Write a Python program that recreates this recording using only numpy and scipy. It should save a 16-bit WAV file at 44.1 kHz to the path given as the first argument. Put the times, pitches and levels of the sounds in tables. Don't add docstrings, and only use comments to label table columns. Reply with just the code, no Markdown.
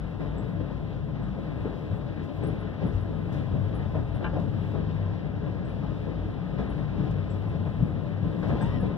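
import sys
import numpy as np
from scipy import signal
from scipy.fft import rfft, irfft, next_fast_len
from scipy.io import wavfile
from scipy.ndimage import uniform_filter1d

SR = 44100
rng = np.random.default_rng(int(sys.argv[2]) if len(sys.argv) > 2 else 0)


def generate_wav(sig):
    pcm = np.round(np.clip(np.atleast_2d(sig).T, -1, 1) * 32767).astype(np.int16)
    wavfile.write(sys.argv[1], SR, pcm)


N = 395577
TIME = np.arange(N) / SR
MARGIN = 2048
SIZE = next_fast_len(N + 2 * MARGIN)
HZ = np.arange(SIZE // 2 + 1) * SR / SIZE + 1e-3


def undb(db):
    return 10 ** (np.asarray(db) / 20)


def over_hz(table, count=1):
    columns = np.transpose(table)
    return np.interp(np.log(HZ), np.log(columns[0]), columns[count])


def resonance(hz, width):
    return 1 / np.sqrt(1 + ((HZ - hz ** 2 / HZ) / width) ** 2)


def noise(gain, even=0.):
    spectrum = rfft(rng.standard_normal((2, SIZE))) * gain
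    x = irfft(spectrum, SIZE)
    if even:
        envelope = np.hypot(x, irfft(-1j * spectrum, SIZE))
        x = x / (envelope + 0.072 * x.std()) ** even
    return x[:, :N] / x.std()


def walk(rate):
    hold = int(SR / rate)
    steps = np.repeat(rng.standard_normal(N // hold + 1), hold)
    return 1.5 * uniform_filter1d(uniform_filter1d(steps, hold), hold)[:N]


def blow(start_s, rise_s, t60_s):
    envelope, start = np.zeros(N), int(start_s * SR)
    t = TIME[start:start + SR] - TIME[start]
    rise_s = max(rise_s, 1e-3)
    swell = np.sin(np.pi / 2 * np.minimum(t / rise_s, 1)) ** 2
    envelope[start:start + SR] = swell * 1000. ** (-np.maximum(t - rise_s, 0) / t60_s)
    return envelope


def slow(width, even):
    return noise(resonance(width / 20, width) ** 2, even)


def moved(slip, turn):
    return slip[0] * np.cos(turn) + slip[1] * np.sin(turn)


def rings(rows, width, even):
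    slip, out = slow(width, even), np.zeros(N)
    for start_s, level_db, pitch_hz, rise_s, t60_s in rows:
        at = slice(int(start_s * SR), int(start_s * SR) + SR)
        tone = moved(slip[:, at], 2 * np.pi * pitch_hz * TIME[at])
        out[at] += undb(level_db) * blow(start_s, rise_s, t60_s)[at] * tone
    return out


def bursts(events, colour):
    envelope = sum(undb(level_db) * blow(start_s, rise_s, t60_s) for start_s, level_db, rise_s, t60_s in events)
    gain = sum(undb(gain_db) * resonance(hz, width) ** 2 / np.sqrt(width) for hz, width, gain_db in colour)
    return envelope * noise(gain)


BAND_EDGES = [20, 82, 117, 250, 600, 1300, 2300, 4400, 7200, 20000]
# hz, gain_db (per Hz)
SHELL_COLOUR = [(25, -31.5), (42, -10.5), (55, 1), (76, -8.5), (115, -1.5), (160, 1), (230, -7.5),
                (370, -17), (560, -18), (760, -25.5), (1250, -34), (1650, -33.5), (3700, -43.5),
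                (7200, -68), (9300, -72.5), (15000, -72)]
# hz, width_hz (before sharpening), gain_db
PANEL_RESONANCES = [(96.36, 11, 9), (198, 3.8, 1.5), (296, 15, 5), (309, 18.5, 5), (423.7, 23, 6),
                    (581.4, 13, 6), (668, 4.6, 7.5), (1032.7, 22, 8.5), (1250, 25, 8), (3780, 7.2, 8)]
# time_s, sway_db, rumble_db
BODY_MOTION = [(0.0, -35, -36.5), (0.1, -44, -40), (0.37, -35, -34.5), (0.4, -43.5, -36),
               (0.52, -40, -36.5), (2.37, -45, -36), (2.47, -38, -32.5), (2.77, -46.5, -36),
               (2.95, -32.5, -38.5), (3.0, -48.5, -37.5), (3.05, -36.5, -35), (3.35, -43, -35.5),
               (4.1, -36, -38), (4.22, -48, -35), (4.27, -33, -36.5), (4.42, -44.5, -33.5),
               (5.9, -39, -34.5), (5.92, -52.5, -34), (6.05, -39, -39.5), (6.54, -41.5, -35),
               (6.59, -35.5, -33.5), (7.74, -44.5, -37), (7.79, -35.5, -34.5), (8.19, -48.5, -36),
               (8.25, -36, -36.5), (8.37, -51.5, -36), (8.52, -29, -33), (8.57, -41.5, -37),
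               (8.89, -37, -36.5), (8.97, -49, -36)]
# time_s, level_db
FLOOR_BOOM = [(0.0, -43), (0.32, -38), (0.4, -44.5), (0.62, -35.5), (0.67, -50), (1.0, -36.5), (1.05, -50),
              (1.1, -41.5), (1.32, -55), (1.6, -33), (1.82, -55), (1.92, -27), (2.02, -43), (2.22, -39),
              (2.32, -55), (2.4, -32), (2.72, -42), (3.0, -28), (3.12, -36.5), (3.45, -33), (3.47, -46),
              (3.52, -26), (3.75, -34), (3.8, -30), (4.45, -36), (5.15, -31.5), (5.22, -45), (5.37, -32),
              (5.72, -36.5), (6.49, -37), (6.52, -48.5), (6.62, -35), (6.75, -44), (6.871, -30),
              (6.92, -52), (6.97, -33.5), (7.99, -33.5), (8.02, -43.5), (8.27, -26.5), (8.34, -43.5),
              (8.47, -31), (8.64, -38.5), (8.67, -30.5), (8.97, -40.5)]
# time_s, level_db
ROLLING = [(0.0, -40), (0.45, -40.5), (1.07, -40.5), (2.75, -39.5), (3.17, -39), (3.8, -38.5), (3.97, -41),
           (4.19, -38.5), (4.35, -39), (4.57, -38.5), (4.92, -38.5), (5.5, -40), (6.97, -39), (7.45, -39.5),
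           (8.27, -39), (8.49, -40), (8.64, -34.5), (8.97, -40.5)]
# time_s, level_db
TOP_HISS = [(0.0, -82), (0.42, -79.5), (0.97, -84), (1.92, -80), (2.4, -80.5), (3.42, -79.5), (4.12, -80),
            (5.25, -83.5), (6.67, -81), (8.47, -80.5), (8.69, -74.5), (8.97, -82)]
# start_s, thud_db, knock_db, clack_db, rattle_db, ring_hz, t60_s (of all but the thud)
RAIL_JOINTS = [(0.201, -37, -38, -47, -54.5, 464, 0.71), (0.599, -40.5, -37, -52.5, -58, 514, 0.24),
               (0.708, -42, -54, -51, -62, 500, .15), (1.212, -49, -54, -47.5, -69, 593, 0.13),
               (1.38, -52, -38.5, -60.5, -65, 592, 0.089), (1.644, -37.5, -35.5, -45, -57, 435, 0.49),
               (1.91, -38.5, -43.5, -55.5, -59, 549, 0.35), (2.19, -33.5, -50.5, -59, -57, 446, 0.12),
               (2.425, -36.5, -31.5, -47, -53.5, 310.3, 0.65), (2.82, -28, -33.5, -50.5, -55, 423, 0.38),
               (2.848, -33, -36.5, -46.5, -59.5, 299, 0.35), (3.544, -30, -38.5, -55.5, -62.5, 580, 0.35),
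               (3.791, -52, -41, -53, -66.5, 600, 0.12), (3.947, -37.5, -35, -41, -52.5, 586, 0.35),
               (4.208, -42.5, -35, -43.5, -65, 412, 0.28), (4.333, -31.5, -34, -45, -56, 547, 0.53),
               (4.355, -39, -36.5, -41, -59, 700, 0.25), (4.737, -38.5, -35, -44, -56, 406, 0.46),
               (5.464, -50, -46, -49, -60.5, 560, 0.17), (5.581, -36.5, -48, -55.5, -68, 425, 0.24),
               (5.828, -35.5, -42.5, -41, -60.5, 436, 0.21), (6.071, -40.5, -39, -48.5, -68, 518, 0.52),
               (6.583, -32.5, -34.5, -41.5, -49.5, 425, 0.41), (6.975, -27, -37, -52.5, -55.5, 436, 0.78),
               (7.66, -44, -44, -43, -55.5, 421, 0.28), (7.798, -26.5, -38, -50, -59, 390, 0.7),
               (8.24, -29.5, -37, -48, -62, 492, 0.5), (8.345, -44, -39, -52.5, -62.5, 300, .15),
               (8.425, -31, -36.5, -43.5, -49.5, 450, 0.84), (8.492, -30, -32.5, -39, -49, 447, 0.41),
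               (8.552, -38.5, -30.5, -42.5, -56.5, 310.6, 0.16), (8.611, -24.5, -39, -40, -53.5, 573, 0.21),
               (8.824, -29.5, -35.5, -47, -55, 428.5, 0.67), (8.902, -39, -37, -48, -64, 400, 0.25)]
JOINT_LEAD_S, JOINT_RISE_S, THUD_RISE_S, THUD_T60_S = 0.015, 0.026, 0.042, 0.24
JOINT_HISS_DB, JOINT_FIZZ_DB = -7, -19
RING_DB, RING_WIDTH_HZ = -8.5, 41
SURGE_DB, SURGE_PER_S = 1.5, 5.5
PEAK_HZ, PEAK_WANDER_HZ, PEAK_WANDER_PER_S = 148.4, 18, 8
PEAK_DB, PEAK_WIDTH_HZ = -5.5, 10.1


def carriage():
    panels = sum((undb(db) ** 2 - 1) * resonance(hz, width) ** 4 for hz, width, db in PANEL_RESONANCES)
    shell = undb(over_hz(SHELL_COLOUR)) * np.sqrt(1 + panels)
    masks = [1 / np.sqrt((1 + (low / HZ) ** 16) * (1 + (HZ / high) ** 16))
             for low, high in zip(BAND_EDGES, BAND_EDGES[1:])]
    body_s, sway_db, rumble_db = np.transpose(BODY_MOTION)
    boom, roll, hiss = (np.transpose(table) for table in (FLOOR_BOOM, ROLLING, TOP_HISS))
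    start_s, thud_db, knock_db, clack_db, rattle_db, ring_hz, t60_s = np.transpose(RAIL_JOINTS)
    start_s = start_s - JOINT_LEAD_S

    thud_shapes = np.array([blow(s, THUD_RISE_S, THUD_T60_S) for s in start_s]) ** 2
    thuds = undb(thud_db) ** 2 @ thud_shapes
    surging_db = np.interp(TIME, body_s, rumble_db) + SURGE_DB * walk(SURGE_PER_S)
    rumble = np.sqrt(undb(surging_db) ** 2 + thuds)
    out = undb(np.interp(TIME, body_s, sway_db)) * noise(shell * masks[0], 0.12)
    out = out + undb(np.interp(TIME, *boom)) * noise(shell * masks[1], 0.37)
    out = out + rumble * noise(shell * masks[2], 0.35)

    pitch = PEAK_HZ + PEAK_WANDER_HZ * walk(PEAK_WANDER_PER_S)
    turn, slip = 2 * np.pi * np.cumsum(pitch) / SR, slow(PEAK_WIDTH_HZ, 0.96)
    out = out + rumble * undb(PEAK_DB) * [moved(slip, turn), moved(slip[:, ::-1], turn)]

    joint_shapes = np.array([blow(s, JOINT_RISE_S, fade) for s, fade in zip(start_s, t60_s)]) ** 2
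    whole = np.sum(sum(masks[3:8]) ** 2 * shell ** 2)
    rolling, tremble, grain = undb(np.interp(TIME, *roll)), walk(7), walk(60)
    joint_dbs = knock_db, clack_db, rattle_db, rattle_db + JOINT_HISS_DB, rattle_db + JOINT_FIZZ_DB
    for mask, joint_db in zip(masks[3:8], joint_dbs):
        share = np.sum((shell * mask) ** 2) / whole
        flicker_db = 0.42 * tremble + 0.75 * walk(14) + 0.5 * grain
        steady = share * (rolling * undb(flicker_db)) ** 2
        out = out + np.sqrt(steady + undb(joint_db) ** 2 @ joint_shapes) * noise(shell * mask)

    panel_rings = [(s, db + RING_DB, hz, JOINT_RISE_S, fade)
                   for s, db, hz, fade in zip(start_s, knock_db, ring_hz, t60_s)]
    out = out + rings(panel_rings, RING_WIDTH_HZ, 1.0)
    return out + undb(np.interp(TIME, *hiss) + 1.8 * walk(15)) * noise(shell * masks[-1])


# pitch_hz, left_db, right_db, end_s
ELECTRIC_WHINES = [(14000, -90, -99, 2.3), (11910, -98, -97, 9)]


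def whines():
    return sum(undb([[left_db], [right_db]]) * np.sin(2 * np.pi * hz * TIME) * np.clip((end_s - TIME) * 10, 0, 1)
               for hz, left_db, right_db, end_s in ELECTRIC_WHINES)


# start_s, level_db (left), pitch_hz
TRIM_SQUEAKS = [(0.379, -63, 7740), (1.2236, -75, 7740), (2.4349, -61, 8280), (2.469, -60, 10450),
                (2.5968, -72, 10500), (2.8644, -67, 10410), (3.0021, -67, 10700), (3.7474, -63.5, 10400),
                (4.1466, -67, 10380), (5.6471, -70, 7986), (5.686, -72, 10400), (6.6937, -67.5, 10360),
                (7.301, -62.5, 7680), (7.4834, -71, 10480), (8.6144, -55.5, 8100), (8.8029, -69, 10300)]
SQUEAK_RISE_S, SQUEAK_T60_S, SQUEAK_WIDTH_HZ, SQUEAK_RIGHT_DB = 0.01, 0.14, 120, -11


def squeaks():
    rows = [(start_s - .004, db, hz, SQUEAK_RISE_S, SQUEAK_T60_S) for start_s, db, hz in TRIM_SQUEAKS]
    return rings(rows, SQUEAK_WIDTH_HZ, .3) * undb([[0], [SQUEAK_RIGHT_DB]])


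# start_s, level_db (rms at the top), pitch_hz, rise_s, t60_s
FLOOR_THUMPS = [(0.599, -35, 300, 0.0091, 0.095), (1.644, -36.5, 426, 0.013, 0.074),
                (2.428, -31, 285.0, 0.013, 0.062), (2.462, -34.5, 311, 0.011, 0.062),
                (2.498, -38.8, 308, 0.01, 0.048), (2.816, -38, 423, 0.01, 0.15),
                (2.818, -30.5, 186.4, 0.012, 0.22), (2.822, -40.5, 267, 0.039, 0.05),
                (2.848, -25, 130, 0.011, 0.036), (3.839, -30.5, 85.6, 0.031, 0.07),
                (3.947, -37, 600, 0.006, 0.06), (3.973, -30.5, 97.3, 0.014, 0.09),
                (4.129, -29.5, 123.4, 0.008, 0.056), (4.352, -37.0, 282, 0.012, 0.05),
                (4.365, -35.5, 607, 0.01, 0.087), (4.558, -30, 140.5, 0.01, 0.057),
                (4.727, -34.5, 221.0, 0.0087, 0.083), (5.717, -33.5, 135.4, 0.054, 0.11),
                (6.579, -27.5, 154.7, 0.012, 0.082), (6.749, -33, 149.8, 0.01, 0.054),
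                (6.974, -32, 146, 0.017, 0.028), (7.018, -25, 138.6, 0.0089, 0.19),
                (7.8, -37.1, 292, 0.022, 0.13), (7.808, -23.6, 138.6, 0.016, 0.1),
                (7.83, -36.4, 231.0, 0.012, 0.31), (8.213, -24.5, 145.0, 0.02, 0.054),
                (8.229, -35, 169.7, 0.063, 0.05), (8.413, -34, 167.5, 0.016, 0.076),
                (8.459, -26, 113.5, 0.016, 0.058), (8.493, -31.5, 297.2, 0.026, 0.065),
                (8.505, -30.5, 81.0, 0.008, 0.23), (8.517, -43.5, 579, 0.0062, 0.13),
                (8.521, -32.5, 233.2, 0.008, 0.2), (8.551, -35, 312.0, 0.008, 0.1),
                (8.62, -27, 167.0, 0.01, 0.084), (8.628, -41.5, 312.0, 0.015, 0.07),
                (8.652, -31.5, 95, 0.019, 0.083), (8.656, -35, 223, 0.01, 0.14),
                (8.75, -37.5, 248.0, 0.018, 0.2), (8.814, -27, 178.0, 0.022, 0.07),
                (8.835, -29.5, 105, 0.011, 0.07)]
THUMP_WIDTH_HZ, THUMP_RIGHT_DB = 8, -6


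def thumps():
    return rings(FLOOR_THUMPS, THUMP_WIDTH_HZ, 0.99) * undb([[0], [THUMP_RIGHT_DB]])


# start_s, level_db, rise_s, t60_s
RUSTLE_EVENTS = [(2.22, -65, 0.018, 0.23), (2.9, -68, 0.047, 0.31), (3.315, -61, 0.015, 0.48),
                 (4.37, -66.5, 0.034, 0.18), (7.108, -57.5, .003, 0.048), (8.47, -65, 0.017, 0.25),
                 (8.605, -64, 0.0082, .5)]
# hz, width_hz (before squaring), gain_db (before scaling by width)
RUSTLE_RESONANCES = [(3000, 2700, 12), (6000, 1400, -9.5), (11000, 8000, -7)]


def rustles():
    return bursts(RUSTLE_EVENTS, RUSTLE_RESONANCES)


# start_s, strength_db
FITTING_BLOWS = [(4.2415, 0), (4.262, -11), (8.512, -14)]
# level_db (at strength 0), rise_s, t60_s
CRACK = (-41, 0.003, 0.09)
# hz, width_hz (before squaring), gain_db (before scaling by width)
CRACK_COLOUR = [(1000, 500, -4.5), (1650, 500, -0.5), (2300, 220, 9), (2820, 570, -10), (4000, 500, -18.5)]
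# pitch_hz, level_db (at strength 0), t60_s
FITTING_MODES = [(620, -42, .12), (860, -44, .16), (1030, -42, .16), (1180, -46, .16), (1384, -47, .2),
                 (1540, -39, .07), (1620, -44, .17), (1750, -50, .2), (2525, -57, .12), (2783, -51, .12),
                 (3031, -50, .09), (3499, -56, .05), (3950, -58, .04)]


def clank():
    crack_db, rise_s, fade_s = CRACK
    cracks = [(start_s, db + crack_db, rise_s, fade_s) for start_s, db in FITTING_BLOWS]
    modes = [(start_s, db + mode_db, hz, rise_s, t60_s)
             for start_s, db in FITTING_BLOWS for hz, mode_db, t60_s in FITTING_MODES]
    return bursts(cracks, CRACK_COLOUR) + rings(modes, 30, .95)


# start_s, end_s, first_hz, middle_hz, last_hz, level_db
SQUEAL_PARTIALS = [(8.585, 8.655, 3530, 3530, 3520, -60), (8.6, 8.635, 1625, 1625, 1610, -50),
                   (8.61, 8.705, 900, 930, 1030, -47), (8.61, 8.705, 1850, 1890, 2050, -54),
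                   (8.65, 8.705, 2850, 2860, 2870, -57), (8.665, 8.795, 3030, 3110, 3050, -64),
                   (8.69, 8.74, 1030, 1120, 1160, -50), (8.68, 8.805, 1700, 1950, 1700, -50.5),
                   (8.795, 8.84, 1680, 1700, 1690, -53), (8.595, 8.665, 2410, 2405, 2400, -57),
                   (8.705, 8.79, 2450, 2420, 2400, -58), (8.665, 8.82, 5120, 5420, 5200, -75),
                   (8.69, 8.8, 5230, 5330, 5380, -76), (8.68, 8.82, 10500, 11050, 10700, -88),
                   (8.6, 8.64, 780, 860, 900, -48), (8.6, 8.665, 5860, 5880, 5900, -80),
                   (8.605, 8.675, 6450, 6450, 6410, -78), (8.605, 8.645, 5260, 5270, 5290, -78)]
SQUEAL_TREMBLE = .006
CHATTER_HZ, CHATTER_DEPTH = 105, .45


def squeals():
    out = np.zeros(N)
    for start_s, end_s, *hz, level_db in SQUEAL_PARTIALS:
        at = slice(int(start_s * SR), int(end_s * SR))
        part = np.linspace(0, 1, at.stop - at.start)
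        arch = np.polyval(np.polyfit([0, .5, 1], hz, 2), part)
        pitch = arch * (1 + SQUEAL_TREMBLE * walk(500)[at])
        chatter = 1 + CHATTER_DEPTH * np.cos(2 * np.pi * CHATTER_HZ * TIME[at])
        patchy = undb(level_db + 2.2 * walk(50)[at]) * chatter
        out[at] += patchy * np.sqrt(np.sin(np.pi * part)) * np.sin(2 * np.pi * np.cumsum(pitch) / SR)
    return out


# hz, shared_part (0-1), left_lead_rad
CABIN_LIKENESS = [(60, 1, .2), (90, .83, 0.29), (135, 0.6, 1.3), (190, .66, 0.31), (273, 0.45, 2.44),
                  (366, 0, 4.7), (455, 1, 5.23), (686, 0.63, 6.05), (1040, 1, 6.25)]
# hz, shared_part (0-1)
PORT_LIKENESS = [(1100, 1), (3500, 1), (5500, 0.6), (9000, 0.2), (15000, 0.01)]
# hz, left_minus_right_db
PORT_BALANCE = [(50, 4), (100, 7), (200, 7), (290, 3.5), (400, 7.5), (600, 8), (720, 1), (1200, 2.5),
                (1600, 1), (2200, 3.5), (4500, 3), (9000, 5), (15000, 2)]
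PORT_LAG_S, AHEAD_SHARE, CABIN_HZ = 0.0004482, 0.88, 1055


def ports(pair):
    lag = np.exp(-2j * np.pi * HZ * PORT_LAG_S)
    low = over_hz(CABIN_LIKENESS) * np.exp(-1j * over_hz(CABIN_LIKENESS, count=2))
    high = -over_hz(PORT_LIKENESS) * (AHEAD_SHARE * lag + (1 - AHEAD_SHARE) / lag)
    shared = np.where(HZ < CABIN_HZ, low, high)
    left, other = rfft(np.pad(pair, [(0, 0), (MARGIN, MARGIN)], mode="reflect"), SIZE)
    right = shared * left + np.sqrt(np.clip(1 - abs(shared) ** 2, 0, 1)) * other
    return irfft([left, right * undb(-over_hz(PORT_BALANCE))], SIZE)[:, MARGIN:MARGIN + N]


def scene():
    room = carriage() + clank() + rustles() + squeals()
    return undb(3.5) * (ports(room) + thumps()) + squeaks() + whines()


LOW_CUT_HZ, TOP_HZ = 44.8, 15450


def record(dry):
    heard = signal.sosfilt(signal.butter(4, LOW_CUT_HZ, "high", fs=SR, output="sos"), dry)
    return signal.sosfilt(signal.ellip(8, .2, 70, TOP_HZ, fs=SR, output="sos"), heard)


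dry = scene()
out = record(dry)
generate_wav(out)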